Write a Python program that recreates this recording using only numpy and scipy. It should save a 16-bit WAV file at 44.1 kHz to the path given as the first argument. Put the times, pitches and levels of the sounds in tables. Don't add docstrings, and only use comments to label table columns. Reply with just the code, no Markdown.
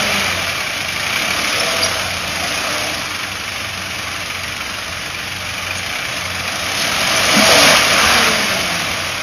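import sys
import numpy as np
from scipy import signal
from scipy.fft import rfft, irfft, next_fast_len
from scipy.io import wavfile
from scipy.ndimage import uniform_filter1d

SR = 44100
rng = np.random.default_rng(int(sys.argv[2]) if len(sys.argv) > 2 else 0)


def nominal_scale(level):
    x = np.asarray(level, float) / 20
    return 10 ** x


def generate_wav(sig):
    pcm = np.round(np.clip(np.atleast_2d(sig).T, -1, 1) * 32767).astype(np.int16)
    wavfile.write(sys.argv[1], SR, pcm)


N = 406602

# (time [s], fuelling as knock level [dB], driveline strain [dB])
LOAD = [(0, -18.5, -6), (.45, -23.5, -6), (.85, -25, -8.5), (1.5, -20.5, -6), (1.87, -21.5, -4),
        (2.2, -25, -6), (2.5, -23, -5.5), (2.87, -23.5, -3.5), (3.08, -26, -7.5), (5.2, -27, -8.5),
        (6.5, -25, -6), (7.28, -17, -5.5), (7.5, -14.5, -0.5), (7.68, -12, -4.5), (7.85, -16, -6),
        (8.2, -15.5, -6), (8.45, -20, -5), (9.22, -25, -6.5)]
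IDLER_HZ = 23.2


def evened(x):
    return x / np.sqrt(np.mean(x ** 2) + 1e-20)


def curves(rows):
    s, *columns = np.transpose(rows)
    return [np.interp(np.arange(N) / SR, s, c) for c in columns]


def swells(rows):
    t = np.arange(N) / SR
    return sum(
        height * np.cos(np.pi / 2 * np.clip((t - s) / half, -1, 1)) ** 2
        for s, half, height in rows)


def load_db(offset_db, db_per_strain_db):
    fuel_db, strain_db = curves(LOAD)
    return fuel_db + offset_db + db_per_strain_db * strain_db


def wander(hz):
    step_rate_hz = 400
    steps = rng.standard_normal(4096)
    slow = irfft(rfft(steps) / (1 + (np.fft.rfftfreq(4096, 1 / step_rate_hz) / hz) ** 4))
    return np.interp(np.arange(N) * step_rate_hz / SR, np.arange(4096), evened(slow))


def shape(x, gain):
    size = next_fast_len(N)
    return irfft(rfft(x, size) * gain(np.fft.rfftfreq(size, 1 / SR)), size)[..., :N]


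def colour(x, points):
    f, db = np.transpose(points)
    log_f = np.log(f + 1)
    return evened(shape(x, lambda hz: nominal_scale(np.interp(np.log(hz + 1), log_f, db, -120, -120))))


def ring(x, modes):
    def gain(hz):
        return sum(nominal_scale(db) / (1 + 2j * (hz - f) / width) for f, width, db in modes)
    return evened(shape(x, gain))


def patchy(x, patchy_db, bins, frames):
    z = signal.stft(x, nperseg=512, noverlap=384)[2]
    field = uniform_filter1d(rng.standard_normal(z.shape), bins, 0)
    field = evened(uniform_filter1d(field, frames, 1))
    return evened(signal.istft(z * nominal_scale(patchy_db * field), nperseg=512, noverlap=384)[1][:N])


def add(mix, s, sound):
    part = mix[round(s * SR):][:len(sound)]
    part += sound[:len(part)]


def blows(turns, late, spread_db, decay_s):
    draw = rng.standard_normal((500, 2))
    firing = np.arange(500) + late + .025 * draw[:, 0]
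    at = np.interp(firing, turns, np.arange(N)).astype(int)
    train = np.bincount(at, nominal_scale(spread_db * draw[:, 1]), N)
    train[-1] = 0
    t = np.arange(SR // 10) / SR
    return signal.oaconvolve(train, (1 - np.exp(-t / .002)) * np.exp(-t / decay_s))[:N]


def exhaust_drone_db():
    # (time [s], rise [s], fade [s], rms level [dB])
    pedal_lifts = [
        (.1, .3, .4, -29),
        (7.6, .2, .4, -28),
        (8.17, .38, 1.15, -29.5),
    ]
    t = np.arange(N) / SR
    each_db = [
        db - 30 * ((t - s) / np.where(t < s, rise, fade)) ** 2
        for s, rise, fade, db in pedal_lifts]
    return np.max(each_db, axis=0).clip(-58)


def diesel():
    # (time [s], firing rate [1/s])
    speed = [(0, 52.5), (.3, 45.8), (.85, 25), (1.3, 35.5), (1.92, 40.3), (2.3, 25), (2.8, 36.5),
             (3.0, 23.3), (6.46, 22.8), (6.8, 40), (7.3, 54), (7.46, 74), (7.65, 70.3), (7.8, 51.5),
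             (7.9, 51.5), (8.17, 59.3), (8.7, 43.8), (9.22, 36)]
    # (middle [s], half length [s], firing rate rise [1/s])
    blips = [
        (5.95, .27, 10.5),
    ]
    # (frequency [Hz], density [dB per Hz])
    knock_spectrum = [(470, -30), (800, -12), (973, -12.5), (1180, -4.5), (1360, -4.5), (1470, -4.5),
                      (1990, -2.5), (2300, -2.5), (2420, -2), (2590, -1.5), (2830, -3.5), (2990, -2.5),
                      (3230, -7), (3800, -13.5), (4940, -28), (8360, -120)]
    hiss_spectrum = [(2000, -26), (3400, -1.5), (4070, -4.5), (5020, -0.5), (6610, -5), (6950, -14),
                     (9040, -42), (15300, -120)]
    boom_spectrum = [(220, -33), (380, -27.5), (486, -1.5), (532, -2), (560, 0), (652, -1.5), (913, -5.5),
                     (1050, -3), (1360, -28), (2310, -120)]
    rumble_spectrum = [(59, -20), (100, -12), (140, -2.5), (198, -0.5), (415, -9), (460, -6), (600, -33),
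                       (1010, -120)]
    # (frequency [Hz], width [Hz], level [dB])
    cover_modes = [(2275, 80, -1), (2345, 60, 1), (2420, 80, -2), (2700, 300, -9), (3050, 300, -11)]
    panel_modes = [(619, 30, -2), (673, 6.9, -1.5), (745, 88, -6), (1195, 110, -5.5)]
    # (multiple of firing rate [1], level [dB])
    hum_orders = [(1, -3), (2, -10), (3, -5), (6, -5.5), (8, -3), (12, -5.5)]
    # (middle [s], half length [s], level [dB])
    rattles = [
        (.15, .3, 2.5),
        (.6, 0.83, 5.5),
        (1.17, 0.25, 8),
        (5.85, 0.83, 5.5),
        (6.55, 0.34, 1.5),
    ]
    whines = [
        (1.85, .25, 25.5),
    ]
    splashes = [
        (1.1, .25, 1.6),
        (6.82, .1, 3),
        (7.62, 0.077, 2.4),
        (8.15, .1, 1),
    ]
    scrapes = [
        (8.1, 0.24, 5),
        (2.74, 0.15, 2.5),
        (6.8, 0.11, -4),
    ]

    rate, knock_db = curves(speed)[0], curves(LOAD)[0]
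    rate = rate * (1 + .035 * wander(2.56) * (IDLER_HZ / rate) ** 2) + swells(blips)
    pull = np.tanh(np.gradient(uniform_filter1d(rate, SR // 4)) * SR / 9.2)
    sharp = 0.23 + (0.69 - 0.23) / (1 + (rate / 46.5) ** 8)
    sharp *= 1 + .4 * pull.clip(-1, 0)
    turns = np.cumsum(rate * (1 + .012 * wander(9))) / SR
    burn = blows(turns, 0, 1.7, .008)
    tappets = .5 * blows(turns, .3, 3, .005) + .5 * blows(turns, .75, 2.5, .0014)
    shake = nominal_scale(0.25 * wander(6.0))

    def drive(steady, burst, tick, grit=170):
        gate = steady + sharp * (burst * burn + tick * tappets)
        gate /= np.sqrt(uniform_filter1d(gate ** 2, SR // 8))
        loose = rng.random(N) < grit * gate ** 2 / SR
        return gate * shake * rng.standard_normal(N) * (1 + 4 * loose)

    def order(k, db):
        return nominal_scale(db + 2.6 + 2.2 * wander(18)) * np.sin(2 * np.pi * (k * turns + rng.random()))

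    knock = patchy(colour(drive(0.67, 0.65, 0.77), knock_spectrum), 0.46, bins=4, frames=8)
    sump = shape(knock, lambda hz: 1 / (1 + (hz / 1500) ** 8))
    shift_db = 0.73
    sump_db = -5.5 + shift_db * wander(6) + swells(scrapes)
    knock = evened(knock - sump) + nominal_scale(sump_db) * evened(sump)

    cover = ring(drive(.22, 1.5, .6, grit=500), cover_modes)
    cover_db = -7.5 + shift_db * wander(6) + swells(rattles)
    block = nominal_scale(knock_db) * (nominal_scale(-2.02) * knock + nominal_scale(cover_db) * cover)

    hiss = patchy(colour(drive(0.73, 0.92, 0.46), hiss_spectrum), 1.0, bins=5, frames=8)
    pull_db = 0.4 * 2 * pull * (1 - IDLER_HZ / rate)
    hiss_db = load_db(-0.65, 0.47) + pull_db + swells(splashes)

    shell = drive(0.98, 0.38, 0.071)
    boom = nominal_scale(-4.5) * patchy(colour(shell, boom_spectrum), 2.2, bins=1, frames=30)
    boom += nominal_scale(-8) * ring(shell, panel_modes)
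    rumble = colour(drive(.9, .3, 0.092), rumble_spectrum)

    drone_db = exhaust_drone_db()
    tones = order(4, drone_db) + order(8, drone_db - 11)
    tones += order(12.5, -62 + swells(whines))
    hum_db = load_db(-18.5, 0.93)
    tones += sum(order(k, hum_db + db) for k, db in hum_orders)

    body = nominal_scale(load_db(.1, 1.05)) * boom + nominal_scale(load_db(-12, 0.13)) * rumble
    return block + nominal_scale(hiss_db) * hiss + body + tones


def gears():
    # (time [s], length [s], from [Hz], to
    # [Hz], level [dB])
    glides = [
        (7.49, .24, 570, 750, -19),
        (8.04, .17, 660, 790, -27),
        (2.63, .25, 585, 620, -31),
        (7.47, .16, 520, 470, -23),
        (1.47, .3, 450, 500, -32),
        (1.58, .44, 672, 645, -30),
        (8.1, .25, 500, 425, -30),
    ]
    mesh_hz = 663 * (1 + .015 * wander(1.5))
    mesh_db = load_db(-5.5, 1.8)
    spin = 2 * np.pi * np.cumsum(mesh_hz * (1 + .006 * wander(25))) / SR
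    out = nominal_scale(mesh_db + .5 + 3 * wander(20)) * np.sin(spin)
    rough = nominal_scale(3 * wander(25))
    for s, length_s, from_hz, to_hz, db in glides:
        u = np.linspace(0, 1, round(length_s * SR))
        turns = np.cumsum(from_hz + (to_hz - from_hz) * u) / SR
        swell = rough[round(s * SR):][:len(u)] * np.sqrt(np.sin(np.pi * u).clip(0))
        add(out, s, nominal_scale(db) * swell * np.sin(2 * np.pi * turns))
    return out


def idler():
    # (multiple of firing rate [1], level [dB])
    firing_lines = [(2, -53), (3, -53), (4, -43.5), (5, -58), (6, -59), (7, -59)]
    # (middle [s], half length [s], level [dB])
    blower_swells = [(.4, 0.28, 7.6), (2.15, 0.74, 10.4), (3.2, .3, 8), (3.85, 0.46, 8.2), (4.3, 0.18, 6.8),
                     (4.92, .13, 10), (5.2, .13, 7.8), (5.65, 0.37, 7.5), (6.3, 0.43, 12), (7.4, .3, 11),
                     (8.05, 0.34, 8.5)]
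    # (middle [s], half length [s], level [dB])
    can_swells = [
        (1.5, .5, 12),
        (2.7, .8, 11),
        (6.75, 0.31, 12),
        (8.4, 1.3, 7.3),
    ]
    # (frequency [Hz], width [Hz], level [dB])
    can_modes = [(297, 9, -1), (305.7, 3.9, -7)]
    # (frequency [Hz], density [dB per Hz])
    ground_spectrum = [(12, -44.5), (20, -34), (75, 2.5), (101, -7.5), (125, 4), (160, -29), (280, -120)]

    turns = np.cumsum(IDLER_HZ * (1 + 0.0018 * wander(0.52))) / SR
    lines = sum(
        nominal_scale(db + 3 * wander(3)) * np.sin(2 * np.pi * (k * turns + rng.random()))
        for k, db in firing_lines)
    blower_hz = 185 * (1 + 0.0352 * wander(1.26))
    blower_db = -52.5 + swells(blower_swells)
    spin = 2 * np.pi * np.cumsum(blower_hz * (1 + 0.0051 * wander(4.9))) / SR
    blower = nominal_scale(blower_db + 1.3 * wander(3.4)) * (np.sin(spin) + nominal_scale(6.5) * np.sin(spin / 2))
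    noise = rng.standard_normal(N)
    can = nominal_scale(-49 + swells(can_swells)) * ring(noise, can_modes)
    ground = nominal_scale(-42) * colour(noise, ground_spectrum)
    return np.sqrt(2) * (lines + blower) + can + ground


def chassis():
    # (time [s], level [dB], frequency [Hz], length [s])
    squeaks = [
        (1.592, -15, 5400, .024),
        (1.822, -12, 4800, .02),
        (1.838, -17, 5700, .02),
        (1.852, -20, 4950, .02),
        (7.152, -19, 5900, .035),
        (7.16, -20, 6150, .03),
        (2.94, -24, 5300, .02),
        (5.75, -31, 6500, .06),
    ]
    # (time [s], level [dB], frequency [Hz], t60 [s])
    thuds = [(7.366, -6, 210, .16), (7.34, -14, 290, .12), (7.392, -6, 265, .07), (7.393, -13, 680, .04),
             (2.425, -19, 730, .1), (2.445, -18, 700, .1), (1.235, -26, 210, .15), (1.768, -21, 1150, .06),
             (5.706, -6, 2450, .035), (7.505, -14, 575, .15), (7.49, -17, 490, .15), (7.575, -14, 670, .15),
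             (7.42, -15, 230, .15), (8.06, -22, 75, .3), (7.325, -17, 640, .12)]
    out = np.zeros(N)
    for s, db, hz, length_s in squeaks:
        t = np.arange(round(length_s * SR)) / SR
        grip = evened(uniform_filter1d(rng.standard_normal(SR // 10), 45))[:len(t)]
        swell = (.85 + .55 * grip) * np.sin(np.pi * t / length_s)
        add(out, s, nominal_scale(db) * swell * np.sin(2 * np.pi * hz * t))
    t = np.arange(SR // 4) / SR
    for s, db, hz, t60_s in thuds:
        envelope = nominal_scale(db - 60 * t / t60_s) * (1 - np.exp(-t / .002))
        add(out, s, envelope * np.sin(2 * np.pi * hz * t))
    return out


def scene():
    return np.tile(diesel() + gears() + idler() + chassis(), (2, 1))


def stored(x):
    # (frequency [Hz], drop threshold re local level [dB], favour for strong parts [1],
    # left-right difference [dB])
    thrift = [(100, -20, 0, -27), (1000, -8, .2, -27), (3000, -6, .25, -36), (6900, -6, .4, -30),
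              (9100, -5.5, .4, -13), (11000, -3.5, .5, -11), (11800, -1.8, .6, -9), (14000, -2.5, .6, -9)]
    f, drop_db, favour, apart_db = np.transpose(thrift)
    hz, t, z = signal.stft(x, SR, "cosine", nperseg=2048, noverlap=1024)
    blocks = rng.standard_normal((3, 33, len(t) // 2 + 1))
    blocks = blocks.repeat(32, 1).repeat(2, 2)[:, :len(hz), :len(t)]
    near = uniform_filter1d(uniform_filter1d(abs(z), 4, 0), 3, 1)
    local = uniform_filter1d(near, 40, 0)
    z = z * (near > local * nominal_scale(np.interp(hz, f, drop_db)[:, None] + 1.3 * blocks[0]))
    z = z * (near / (local + 1e-12)) ** np.interp(hz, f, favour)[:, None]
    top_hz = 13850 + 90 * blocks[2, 0] + 450 * (blocks[2, 40] > 1.3)
    z = z * (hz[:, None] < top_hz)
    blur = (hz[:, None] > 10900) * (blocks[2] > -.3)
    z = np.where(blur, z * np.exp(2j * np.pi * rng.random(z.shape)), z)
    sign = rng.choice([-1, 1], z.shape)
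    apart = z * nominal_scale(np.interp(hz, f, apart_db))[:, None] * (blocks[1] > .4) * sign
    tracks = np.array([z + apart, z - apart])
    return signal.istft(tracks, SR, "cosine", nperseg=2048, noverlap=1024)[1][:, :N]


def low_pass(x):
    return signal.sosfilt(signal.butter(12, 14810, fs=SR, output="sos"), x)


def record(dry):
    mirror_hz, edge_hz = 16000, 6950
    limited = dry[0] / (1 + (abs(dry[0]) / .84) ** 6) ** (1 / 6)
    mono = shape(limited, lambda hz: (hz < edge_hz) / (1 + (34 / (hz + 1)) ** 3))
    flipped = 2 * mono * np.cos(2 * np.pi * mirror_hz * np.arange(N) / SR + 2)

    def image_gain(hz):
        band = (hz > 9050) * (hz < 14450)
        return band * (abs(mirror_hz - hz) / (hz + 1)) ** 1.29 * nominal_scale(-1.0)

    mix = np.clip(stored(mono + shape(flipped, image_gain)), -1, 1)
    return low_pass(mix)


dry = scene()
out = record(dry)
generate_wav(out)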